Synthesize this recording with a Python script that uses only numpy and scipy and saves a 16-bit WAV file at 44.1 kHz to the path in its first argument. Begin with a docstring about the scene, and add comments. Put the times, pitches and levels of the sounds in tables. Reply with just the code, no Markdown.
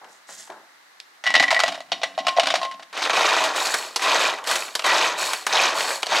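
"""A pull-cord chopper on a kitchen counter: five yanks fling carrot pieces at the wall of its plastic bowl,
four rewinds run a ratchet, and reel and handle clack brightly on the lid.
First a hand gathers the cubes from a board and drops them in, so that bowl, shaft and blade ring.
Landings excite decaying sines; flung pieces, ratchet and hand are filtered grains; knocks are noise bursts.
A faint kitchen hush lies underneath, and a short room echo surrounds the near sounds."""
import sys
import numpy as np
from scipy import signal
from scipy.io import wavfile
from scipy.ndimage import uniform_filter1d

SR = 44100
rng = np.random.default_rng(int(sys.argv[2]) if len(sys.argv) > 2 else 0)


def master(y):
    """Save y as 16-bit WAV."""
    cut = np.clip(np.atleast_2d(y).T, -1, 1)
    pcm = np.round(cut * 32767)  # scale
    wavfile.write(sys.argv[1], SR, pcm.astype(np.int16))


N = 273420

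# Quiet kitchen hush. Each row: frequency in Hz, relative spectrum level in dB.
HUSH_SPECTRUM = [(15, -73), (25, -47), (300, -12), (438, -12.5), (860, -4), (1560, -3), (2040, -2.5),
                 (2400, -10), (3410, -12), (4010, -8.5), (4460, -11.5), (9250, -21), (10000, -22.5),
                 (13100, -24), (15900, -33)]
HUSH_DB = -55.5

# Cubes pushed over the wood. Each row: start in seconds, length in seconds, level in dB.
SCUFFS = [(0.012, 0.044, -46.5), (0.285, 0.027, -51), (0.494, 0.0092, -37)]
# Fingers closing on the cubes. Each row: start in seconds, length in seconds, level in dB.
SQUEEZES = [(0.063, .08, -56.5), (0.267, 0.082, -43), (.365, 0.038, -41.5)]
SCUFF_RISE_S, SCUFF_FADE_DB_PER_S = 0.0051, 154
SQUEEZE_RISE_S, SQUEEZE_FADE_DB_PER_S = 0.042, 207
# Scuffed wood. Each row: frequency in Hz, relative spectrum level in dB.
SCUFF_SPECTRUM = [(88, -38), (150, -20), (805, 0), (1100, -6.5), (1710, -8), (2420, -41), (3000, -31),
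                  (3900, -61), (6600, -120)]
# Wet crackle between the fingers. Each row: frequency in Hz, relative spectrum level in dB.
CRACKLE_SPECTRUM = [(1180, -18), (2000, -8), (2430, -18), (2970, -12.5), (4460, -9), (7260, -4),
                    (13300, -25.5), (15000, -34)]
# Cubes tapping on wood. Each row: start in seconds, level in dB, snap in Hz, relative decay in seconds.
BOARD_TAPS = [(.044, -29, 2020, .005), (.289, -23.5, 1500, 0.017), (.474, -29, 1550, .005),
              (.501, -25, 1560, 0.0046), (.521, -30, 1660, .005)]
# Thin ticks from the board. Each row: start in seconds, level in dB, snap in Hz, relative decay in seconds.
BOARD_TICKS = [(.386, -35, 4980, 0.0055), (1.001, -20, 3600, .002), (1.01, -36, 3720, .004)]
# Four kinds of blow. Each holds: body, snap and sizzle in dB, added to the level of the blow.
DULL_BLOW = (-12, -11, -26)
BRIGHT_BLOW = (-12, -10, -11.5)
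SOFT_BLOW = (-10, -27, -31)
THIN_BLOW = (-33, -10.5, -46)

# Cubes landing in the bowl. Each row: start in seconds, ring in dB, part that rings most,
# clatter on the wall in dB, treble tick in dB.
LANDINGS = [(1.239, -21, "shaft", -40, -30.5), (1.258, -11.5, "shaft", -29, -37),
            (1.265, -6, "shaft", -11, -30), (1.274, -6.5, "shaft", -13, -26),
            (1.304, -11.5, "shaft", -23, -29), (1.34, 0, "shaft", -14.5, -23),
            (1.352, -3.5, "shaft", -4, -27), (1.377, -4, "foot", -12, -34), (1.398, -3, "shaft", -7.5, -18),
            (1.425, -7.5, "shaft", -22.5, -20.5), (1.439, -6, "shaft", -24, -29),
            (1.48, -7, "shaft", -16, -37), (1.506, -4.5, "shaft", -21, -17),
            (1.527, -3.5, "foot", -19, -26), (1.545, -14.5, "shaft", -38.5, -29),
            (1.565, -5, "shaft", -24, -30), (1.592, -3, "foot", -30, -22), (1.602, -8, "shaft", -20, -21.5),
            (1.635, -2, "foot", -26, -24), (1.661, -32, "shaft", -16, -40),
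            (1.679, -19, "shaft", -24, -25.5), (1.72, -22.5, "bottom", -33, -37.5),
            (1.734, -36, "bottom", -28, -46), (1.748, -20.5, "foot", -47, -38.5),
            (1.777, -21, "bottom", -48, -51), (1.804, -21, "foot", -46, -39.5),
            (1.918, -7.5, "foot", -10, -30.5), (1.927, -18, "bottom", -32, -42),
            (2.016, -18, "bottom", -20.5, -58), (2.033, -7.5, "foot", -15.5, -26.5),
            (2.178, -1.5, "bottom", -19, -41), (2.187, -25, "shaft", -20, -39),
            (2.249, -21, "bottom", -61, -70), (2.268, -1.5, "blade", -19, -24),
            (2.282, -3.5, "blade", -10, -26), (2.349, -44, "bottom", -43, -68),
            (2.366, -2.5, "bottom", -19.5, -52), (2.373, -7, "blade", -20, -30.5),
            (2.385, 1, "bottom", -32, -51), (2.397, -3.5, "bottom", -7, -21.5),
            (2.433, -28, "blade", -18, -29.5), (2.457, -30, "bottom", -50, -30.5),
            (2.47, -3.5, "bottom", -33, -22), (2.486, -38, "foot", -12.5, -50.5),
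            (2.503, -8.5, "bottom", -11.5, -27), (2.519, -42, "blade", -24, -53),
            (2.54, -3, "bottom", -31, -23.5), (2.554, -29, "bottom", -20, -24),
            (2.584, -19, "bottom", -43, -55.5), (2.615, -7.5, "blade", -27, -35.5),
            (2.63, -5.5, "blade", -18.5, -31), (2.65, -6.5, "blade", -27, -39),
            (2.713, -32, "foot", -33, -38.5), (2.796, -20, "bottom", -49, -47),
            (2.825, -38, "bottom", -46, -45.5)]
# What a blow on one part passes on. Each entry: part struck, then dB to bottom, blade and shaft.
PASSED_ON = {"shaft": (-15, -17.5, -3), "foot": (-4.5, -23.5, -10.5), "bottom": (-3.5, -21.5, -29),
             "blade": (-11.5, -8.5, -21.5)}
# Rings of the open bowl's bottom. Each row: frequency in Hz, relative level in dB, t60 in seconds.
BOTTOM_MODES = [(547, -13, 0.046), (664, -3.5, 0.021), (688, -0.5, 0.041), (728, -6, 0.011)]
# Rings of the shaft. 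Each row: frequency in Hz, relative level in dB, t60 in seconds.
SHAFT_MODES = [(1870, -11, 0.079), (1941, -6.5, 0.099), (1972, 0, 0.055), (2073, -9.5, 0.045),
               (2280, -18.5, 0.14)]
# Rings of the bowl wall. Each row: frequency in Hz, relative level in dB, t60 in seconds.
WALL_MODES = [(1450, -11, .035), (2420, -9, .045), (2670, -10, .04), (2930, -6, .07), (3250, -9, .035),
              (3730, -8, .045), (4060, -9, .04), (4450, -12, .04), (5100, -11, .035), (5720, -13, .035),
              (6600, -16, .025)]
# Bowl rocking on the counter. Each row: frequency in Hz, relative level in dB, t60 in seconds.
ROCKING_MODES = [(138, -23, 0.15), (191, -1, 0.092), (203, -22, 0.19), (279, 6, 0.084), (337.3, 2, 0.18)]
# Treble tick of a landing. Each row: frequency in Hz, relative spectrum level in dB.
TICK_SPECTRUM = [(59, -76), (100, -44), (265, -21), (460, -14), (718, -4.5), (907, -12.5), (4550, -16),
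                 (12300, -39.5), (15900, -27)]
BLADE_HZ, BLADE_T60_S = 1066, 0.368  # the steel blade sings one note
TUMBLE_DB, SETTLE_DB_PER_S, TUMBLE_LEAST_DB = -21.5, 112, -52  # each landing stirs the pile, which then settles
SHAFT_GRAZE_DB = -14  # tumbling cubes barely touch the shaft

# Pulls; the first three rows are one pull that jams twice on whole cubes. Each row: start in seconds,
# spin-up in seconds, length in seconds, big chunks in dB, fine bits in dB, chunks coasting down in dB per second.
PULLS = [(2.922, .12, 0.15, -25, -26, 249), (3.094, 0.0046, 0.023, -24.5, -25, 250),
         (3.127, 0.031, .32, -20.5, -21, 86), (3.989, .065, .28, -19.5, -19, 114),
         (4.835, 0.021, 0.23, -20, -18.5, 97), (5.483, 0.055, 0.18, -19.5, -18, 80),
         (6.075, 0.052, .14, -20.5, -19, 90)]
BITS_SOONER, GEAR_SOONER = 1.58, 2.5  # how many times faster than the chunks they die away
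GEAR_DB = -17.5  # the pawl buzzes under a pull, against the fine bits
# Rewinds. Each row: start in seconds, length in seconds, ratchet in dB, shaken chunks in dB,
# shaken bits in dB, running out in dB per second.
REWINDS = [(3.534, 0.26, -29, -26, -26, 89), (4.453, 0.12, -25.5, -22, -22, 104),
           (5.162, 0.17, -27, -28, -24.5, 127), (5.738, .22, -27.5, -27, -27, 240)]
REWIND_RISE_S, REWIND_SAG_DB = 0.054, -5.5
# Blade meeting the pile. Each row: time in seconds, mean passes per second, depth of the pulsing from 0 to 1.
BLADE_PASSES = [(2.98, 26, 0.93), (3.32, 25.6, 1), (3.501, 30, 0.4), (4.001, 40, 0), (6.2, 52, 0.02)]
# Big chunks. Each row: frequency in Hz, relative spectrum level in dB.
CHUNK_SPECTRUM = [(15, -82), (25, -70), (96, -38.5), (189, -21.5), (230, -23), (295, -11.5), (649, -2.5),
                  (980, 1.5), (1800, -6.5), (2340, -28), (3960, -120)]
# Fine bits. 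Each row: frequency in Hz, relative spectrum level in dB.
BIT_SPECTRUM = [(760, -29.5), (1300, -6), (2130, -6.5), (2410, -2), (2730, -4.5), (3780, -3), (6520, -12),
                (15900, -47)]
# Resonances of the shut bowl. Each row: frequency in Hz, width in Hz, relative lift in dB.
SHUT_BOWL_PEAKS = [(620, 130, -6), (1086, 170, -11), (1930, 79, -0.5), (2450, 280, -7.5), (3100, 54, -7),
                   (3730, 58, -5), (6380, 110, -4), (7500, 79, -46)]
# Ratchet. Each row: frequency in Hz, relative spectrum level in dB.
RATCHET_SPECTRUM = [(880, -30), (1500, -1), (3400, -13.5), (4360, 5.5), (5150, -3), (7720, -3), (10100, -7),
                    (11500, -8), (15900, -19.5)]
# Resonances of the pawl. Each row: frequency in Hz, width in Hz, relative lift in dB.
PAWL_PEAKS = [(2450, 340, -19), (4330, 200, -7.5), (5530, 190, -10), (6900, 270, -4.5), (7730, 370, -3.5),
              (7970, 100, -10), (9260, 170, -10), (11100, 210, -12.5)]
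TEETH_PER_S = 105  # mean rate
# Dull knocks of big chunks and of the cord taking up the load. Each row: start in seconds, level in dB,
# snap in Hz, relative decay in seconds.
DULL_KNOCKS = [(2.928, -20, 1740, 0.012), (2.975, -12, 2410, .01), (3.02, -6, 3730, 0.039),
               (3.051, -9.5, 1950, 0.0069), (3.096, -11, 2150, 0.0029), (3.105, -13, 3640, 0.0029),
               (3.132, -7.5, 2480, 0.009), (3.166, -7, 2450, .011), (3.192, -8, 2390, 0.0091),
               (3.22, -9, 2400, .014), (3.252, -5, 2420, 0.013), (3.289, -5.5, 2420, 0.028),
               (3.414, -15, 2470, .015), (3.994, -13.5, 1875, 0.0079), (4.265, -14, 2400, .01),
               (4.3, -15, 2400, .007), (4.338, -13.5, 1900, 0.0051), (4.385, -20, 2000, 0.0053),
               (4.45, -19, 1670, 0.0068), (4.622, -18, 2400, 0.0092), (4.68, -20, 2400, 0.0081),
               (4.793, -8.5, 2800, 0.0075), (4.821, -16, 2700, 0.0058), (4.843, -4.5, 2020, 0.015),
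               (5.372, -25, 1960, 0.005), (5.527, -12, 1710, 0.0054), (5.806, -6, 2550, .006),
               (5.904, -8.5, 1620, 0.018), (5.962, -27, 2500, 0.0098), (6.03, -4.5, 2840, 0.0048),
               (6.067, -9.5, 4400, 0.0068), (6.157, -4, 2520, 0.035)]
# Bright clacks of reel and handle on the lid. Each row: start in seconds, level in dB, snap in Hz,
# relative decay in seconds.
LID_CLACKS = [(3.438, -9, 3870, 0.034), (3.56, -10, 2440, 0.015), (3.653, -9, 4300, 0.018),
              (3.669, -10, 4300, 0.0083), (3.74, -2.5, 1560, 0.012), (3.96, -4, 4440, 0.011),
              (4.02, -7.5, 2450, 0.038), (4.44, -21, 3020, 0.0076), (4.472, -8.5, 4480, 0.013),
              (4.512, -4, 1560, 0.014), (4.555, -5.5, 2440, 0.012), (4.752, -5, 4300, 0.0085),
              (4.863, -6, 1700, 0.014), (5.186, -20, 1630, 0.014), (5.204, -22, 2440, 0.011),
              (5.333, -6, 1830, .008), (5.466, -3.5, 1600, 0.012), (6.023, -21, 4400, 0.0028),
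              (6.061, -20, 4400, 0.0017)]

# Room echo. Each row: frequency in Hz, t60 in seconds.
ROOM_T60 = [(125, 1), (500, 0.35), (2000, 0.3), (6000, 0.27), (14000, 0.58)]
# Colour of the spread sound in the side signal. Each row: frequency in Hz, gain in dB.
SIDE_SPECTRUM = [(60, -42), (180, -39), (550, -11.5), (1650, -18), (4970, -24.5), (15000, -22)]
EDGE_HZ = 15900  # upper band limit


def amp(db):
    """Decibels to linear gain."""
    return 10 ** (np.asarray(db) / 20)


def evened(x):
    """Scale to an RMS of one."""
    return x / np.sqrt(np.mean(x ** 2) + 1e-20)


def read(points, hz):
    """Read a curve between its points, on a log frequency axis."""
    f, value = np.transpose(points)
    return np.interp(np.log(hz + 1), np.log(f + 1), value)


def colour(x, points, peaks=(), lift_db=0.):
    """Causal minimum-phase filter: a spectrum, with resonances lifted above it."""
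    hz = np.abs(np.fft.fftfreq(8192, 1 / SR))
    gain = amp(np.maximum(read(points, hz), -100))
    lift = sum(amp(lift_db + db) / (1 + (2 * (hz - f) / width) ** 2) for f, width, db in peaks)
    gain = gain * (1 + lift)
    minimum_phase = np.exp(np.conj(signal.hilbert(np.log(gain))))
    taps = np.fft.ifft(minimum_phase).real[:4096]
    return signal.oaconvolve(x, taps)[:len(x)]


def band(x, lo_hz, hi_hz, order=2):
    """Keep only what lies between two frequencies."""
    return signal.sosfilt(signal.butter(order, [lo_hz, hi_hz], "bandpass", fs=SR, output="sos"), x)


def swell(start, rise_s, length, db, fall_db_per_s, sag_db=0.):
    """Gain over time: a straight rise, a hold that can sag, then a steady fall in dB."""
    t = np.arange(0, N, 16) / SR - start  # one value per 16 samples
    fall_db = fall_db_per_s * np.maximum(t - length, 0)
    level_db = db + sag_db * np.clip(t / length, 0, 1) - fall_db
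    gain = np.clip(t / rise_s, 0, 1) * amp(level_db)
    return np.repeat(gain, 16)[:N]


def grains(per_s, spread_db, cycles, count=32):
    """Random impacts, a few of them large, each a short ring at one of many pitches."""
    size = amp(spread_db * np.minimum(rng.exponential(1, N), 3)) * (rng.random(N) < per_s / SR)
    size *= rng.choice([-1, 1], N)
    kind = rng.integers(0, count, N)
    t = np.arange(2048) / SR
    hz = np.geomspace(150, 15000, count)[:, None]
    rings = hz * np.sin(2 * np.pi * hz * t) * np.exp(-hz * t / cycles)
    return evened(sum(signal.oaconvolve(size * (kind == k), rings[k])[:N] for k in range(count)))


def puffs(blows, length_s):
    """A dying burst of noise after every blow."""
    envelope = signal.lfilter([1], [1, -np.exp(-1 / (length_s * SR))], blows)
    return rng.standard_normal(N) * envelope


def kitchen_hush():
    """Steady coloured noise, independent in mid and side."""
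    return [amp(HUSH_DB) * evened(colour(x, HUSH_SPECTRUM)) for x in rng.standard_normal((2, N))]


def hand():
    """Cubes scuff and tap the wood and crackle wetly between the fingers."""
    scuff = evened(colour(grains(5000, 2.4, 3.6), SCUFF_SPECTRUM))
    scuff = scuff * sum(swell(s, SCUFF_RISE_S, length, db, SCUFF_FADE_DB_PER_S)
                        for s, length, db in SCUFFS)
    crackle = evened(colour(grains(8000, 1.6, 2.5), CRACKLE_SPECTRUM))
    crackle = crackle * sum(swell(s, SQUEEZE_RISE_S, length, db, SQUEEZE_FADE_DB_PER_S)
                            for s, length, db in SQUEEZES)
    return scuff + crackle + knocks(BOARD_TAPS, SOFT_BLOW) + knocks(BOARD_TICKS, THIN_BLOW)


def knocks(rows, kind, snap_width=1.21):
    """Short noise bursts with body, snap and sizzle, the higher parts dying faster."""
    out = np.zeros(N)
    t = np.arange(4096) / SR
    rise = 1 - np.exp(-t / .0002)
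    wide = max(snap_width, 1.05)
    body_db, snap_db, sizzle_db = kind
    for s, level_db, snap_hz, decay_s in rows:
        decay_s = max(decay_s, .001)
        noise = rng.standard_normal((3, len(t)))
        # level in dB, band edges in Hz, share of the decay
        parts = [(body_db, 500, 1500, 1.2),
                 (snap_db, snap_hz / wide, snap_hz * wide, .8),
                 (sizzle_db, 4000, 13000, .7)]
        for x, (db, lo_hz, hi_hz, share) in zip(noise, parts):
            burst = band(x * np.exp(-t / (share * decay_s)) * rise, lo_hz, hi_hz, order=1)
            burst *= np.sqrt(0.0022 * SR) / np.linalg.norm(burst)  # same energy whatever the decay
            place = out[round(s * SR):][:len(t)]
            place += amp(level_db + db) * burst[:len(place)]
    return band(out, 350, 8300)


def drops(rattle_s=0.0086, rattle_per_s=600, rattle_db=-7.5, rolling_per_s=120):
    """Each cube strikes, then chatters for a few ms; smaller tumbles fill the gaps and rock the bowl."""
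    # columns: start, level, dB passed to bottom, blade and shaft, then wall and tick against the level
    rows = np.array([(s, db, *PASSED_ON[part], wall_db - db, tick_db - db)
                     for s, db, part, wall_db, tick_db in LANDINGS])
    t = np.arange(2048) / SR
    draw = rng.random((len(rows), len(t)))
    chatter = amp(rattle_db) * (draw < rattle_per_s / SR) * np.exp(-t / rattle_s)
    chatter[:, 0] = 1  # the strike itself
    tumbles = stirred(rows) * (rng.random(N) < rolling_per_s / SR) * rng.exponential(1, N)

    def blows(column, tumble_db, size=len(t)):
        """Strikes, chatter and tumbles as one part receives them."""
        train = amp(tumble_db) * tumbles
        for row, hits in zip(rows, chatter):
            train[round(row[0] * SR):][:size] += amp(row[1] + row[column]) * hits[:size]
        return train

    wall_blows = blows(5, 2.0)
    first_touch = amp(-9.0) * band(blows(5, 10.0, size=1), 1800, 4500, order=1)  # sharp crack, no chatter
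    rings = amp(-3.5) * ring(blows(2, 0.51), BOTTOM_MODES)
    rings += amp(-8.0) * blade(rows)
    rings += amp(-6.5) * ring(blows(4, SHAFT_GRAZE_DB), SHAFT_MODES)
    rings += amp(-9.5) * ring(wall_blows, WALL_MODES, 3.9)
    clatter = amp(-6.5) * band(puffs(wall_blows, 0.0061), 2300, 4040)
    ticks = amp(27.0) * colour(puffs(blows(6, -24.0), 0.0028), TICK_SPECTRUM)
    rocking = band(ring(amp(-24.5) * tumbles, ROCKING_MODES), 125, 340)
    return band(rings + first_touch + clatter + ticks, 715, 10100, order=3) + rocking


def stirred(rows):
    """Gain of the tumbling pile: up with a landing, down as it settles to a floor, silent from the first pull."""
    t = np.arange(N) / SR
    kick_db = np.full(N, -200.)
    kick_db[np.round(rows[:, 0] * SR).astype(int)] = rows[:, 1] + rows[:, 2:].max(1) + TUMBLE_DB
    settling_db = SETTLE_DB_PER_S * t
    held_db = np.maximum.accumulate(kick_db + settling_db) - settling_db
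    dropping = (t > rows[0, 0]) * (t < PULLS[0][0])
    return amp(np.maximum(held_db, TUMBLE_LEAST_DB)) * dropping


def ring(blows, modes, spot_db=4.5):
    """Every blow lands on another spot, so each decaying mode answers with its own random weight."""
    t = np.arange(SR // 2) / SR
    out = np.zeros(N)
    for hz, db, t60 in modes:
        weight = rng.choice([-1, 1], N) * amp(spot_db * rng.standard_normal(N))
        mode = amp(db - 60 * t / t60) * np.sin(2 * np.pi * hz * t)
        out += signal.oaconvolve(blows * weight, mode)[:N]
    return out


def blade(rows):
    """A stronger strike takes over the blade's note with a fresh phase; a weaker one leaves it ringing."""
    t = np.arange(N) / SR
    at = np.round(rows[:, 0] * SR).astype(int)
    fall_db = 60 * t / BLADE_T60_S
    strike_db, phase = np.full(N, -200.), np.zeros(N)
    strike_db[at] = rows[:, 1] + rows[:, 3]
    phase[at] = 2 * np.pi * rng.random(len(at))
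    held_db = np.maximum.accumulate(strike_db + fall_db)
    phase = np.cumsum(phase * (strike_db + fall_db >= held_db))  # only winning strikes shift it
    envelope = uniform_filter1d(amp(held_db - fall_db), 60)
    return envelope * np.sin(2 * np.pi * BLADE_HZ * t + phase)


def cord():
    """Gains of chunks, bits and ratchet over all pulls and rewinds."""
    gains = np.zeros((3, N))
    for start, rise_s, length, chunks_db, bits_db, coast in PULLS:
        layers = ((chunks_db, 1), (bits_db, BITS_SOONER), (bits_db + GEAR_DB, GEAR_SOONER))
        gains += [swell(start, rise_s, length, db, coast * sooner) for db, sooner in layers]
    for start, length, ratchet_db, chunks_db, bits_db, fall in REWINDS:
        gains += [swell(start, REWIND_RISE_S, length, db, fall, REWIND_SAG_DB)
                  for db in (chunks_db, bits_db, ratchet_db)]
    return gains


def flung(chunks_gain, bits_gain):
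    """The spinning blade throws pieces at the wall: knocks of chunks and a hail of bits in the shut bowl."""
    passes = sweeps()
    chunks = passes * grains(4000, 3.2, 2.1) + amp(-6.5) * grains(400, 4.1, 2.76)
    bits = passes * grains(6000, 1.7, 1.56) + amp(-6.0) * grains(600, 2.8, 4.4)
    chunks = evened(colour(chunks, CHUNK_SPECTRUM, SHUT_BOWL_PEAKS, 0.96))
    bits = evened(colour(bits, BIT_SPECTRUM, SHUT_BOWL_PEAKS, 4.1))
    return chunks_gain * chunks + bits_gain * bits


def sweeps(jitter=0.131):
    """Each pass of a blade throws up a burst that thins until the next pass."""
    s, per_s, depth = np.transpose(BLADE_PASSES)
    t = np.arange(N) / SR
    wander = evened(uniform_filter1d(rng.standard_normal(N), 800))
    rate = np.interp(t, s, per_s) * (1 + jitter * wander)
    turns = np.cumsum(rate * (t > s[0])) / SR
    depth = np.clip(np.interp(t, s, depth), 0, 1)
    burst = uniform_filter1d(np.exp(-(turns % 1) / 0.84), 60)
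    return evened(1 - depth + 2 * depth * burst)


def ratchet(gain, jitter=0.29, slip_db=-3.0):
    """The reel drags a pawl over its teeth at a wandering rate; the cord rasps between the clicks."""
    wander = evened(uniform_filter1d(rng.standard_normal(N), 400))
    turns = np.cumsum(TEETH_PER_S * (1 + jitter * wander)) / SR
    teeth = np.diff(np.floor(turns), prepend=0) * amp(3. * rng.standard_normal(N))
    drag = evened(puffs(teeth, 0.0057)) + amp(slip_db) * grains(6000, 0.61, 4.5)
    return gain * evened(colour(drag, RATCHET_SPECTRUM, PAWL_PEAKS, 10.0))


def room(x):
    """Sparse reflections of random sign, each band dying at its own speed."""
    taps = np.zeros((2, SR // 2))
    count = (SR // 2 - 201) // 20
    at = np.arange(200, SR // 2 - 20, 20) + rng.integers(0, 20, (2, count))  # one in every 20 samples
    np.put_along_axis(taps, at, rng.choice([-1., 1.], at.shape), 1)
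    hz, t, z = signal.stft(taps, SR, nperseg=256)
    decay = amp(-60 * t / read(ROOM_T60, hz)[:, None])
    tail = signal.istft(z * decay, SR, nperseg=256)[1]
    return signal.oaconvolve(x[None], tail / np.linalg.norm(tail[0]), axes=1)[:, :N]


def scene():
    """Mix all sources with the room and spread them as mid plus and minus side."""
    board = hand()
    chunks_gain, bits_gain, reel_gain = cord()
    near = drops() + flung(chunks_gain, bits_gain) + ratchet(reel_gain)
    near += knocks(DULL_KNOCKS, DULL_BLOW) + knocks(LID_CLACKS, BRIGHT_BLOW) + board
    wet = room(near)
    hush = kitchen_hush()
    mid = near + amp(-9.5) * wet[0] + hush[0]
    # a short random filter spreads the near sounds into the side signal
    spread = np.convolve(near, rng.standard_normal(90) * np.hanning(90) / 6)[:N]
    side = colour(amp(-10.0) * wet[1] + amp(-7.5) * spread, SIDE_SPECTRUM) + amp(-0.5) * hush[1]
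    side += amp(-8.5) * band(np.roll(board, 4), 1400, 14000)  # the board stands off to one side
    return np.array([mid + side, mid - side])


def record(dry, ceiling=1.13):
    """The input rounds off the highest peaks and cuts the rumble; then comes the upper band limit."""
    rounded = ceiling * np.tanh(dry / ceiling)
    thinned = signal.sosfilt(signal.butter(1, 90, "highpass", fs=SR, output="sos"), rounded)
    lowpass = signal.firwin(1023, EDGE_HZ, window=("kaiser", 9), fs=SR)
    return signal.oaconvolve(thinned, lowpass[None], "same")


dry = scene()
out = record(dry)
master(out)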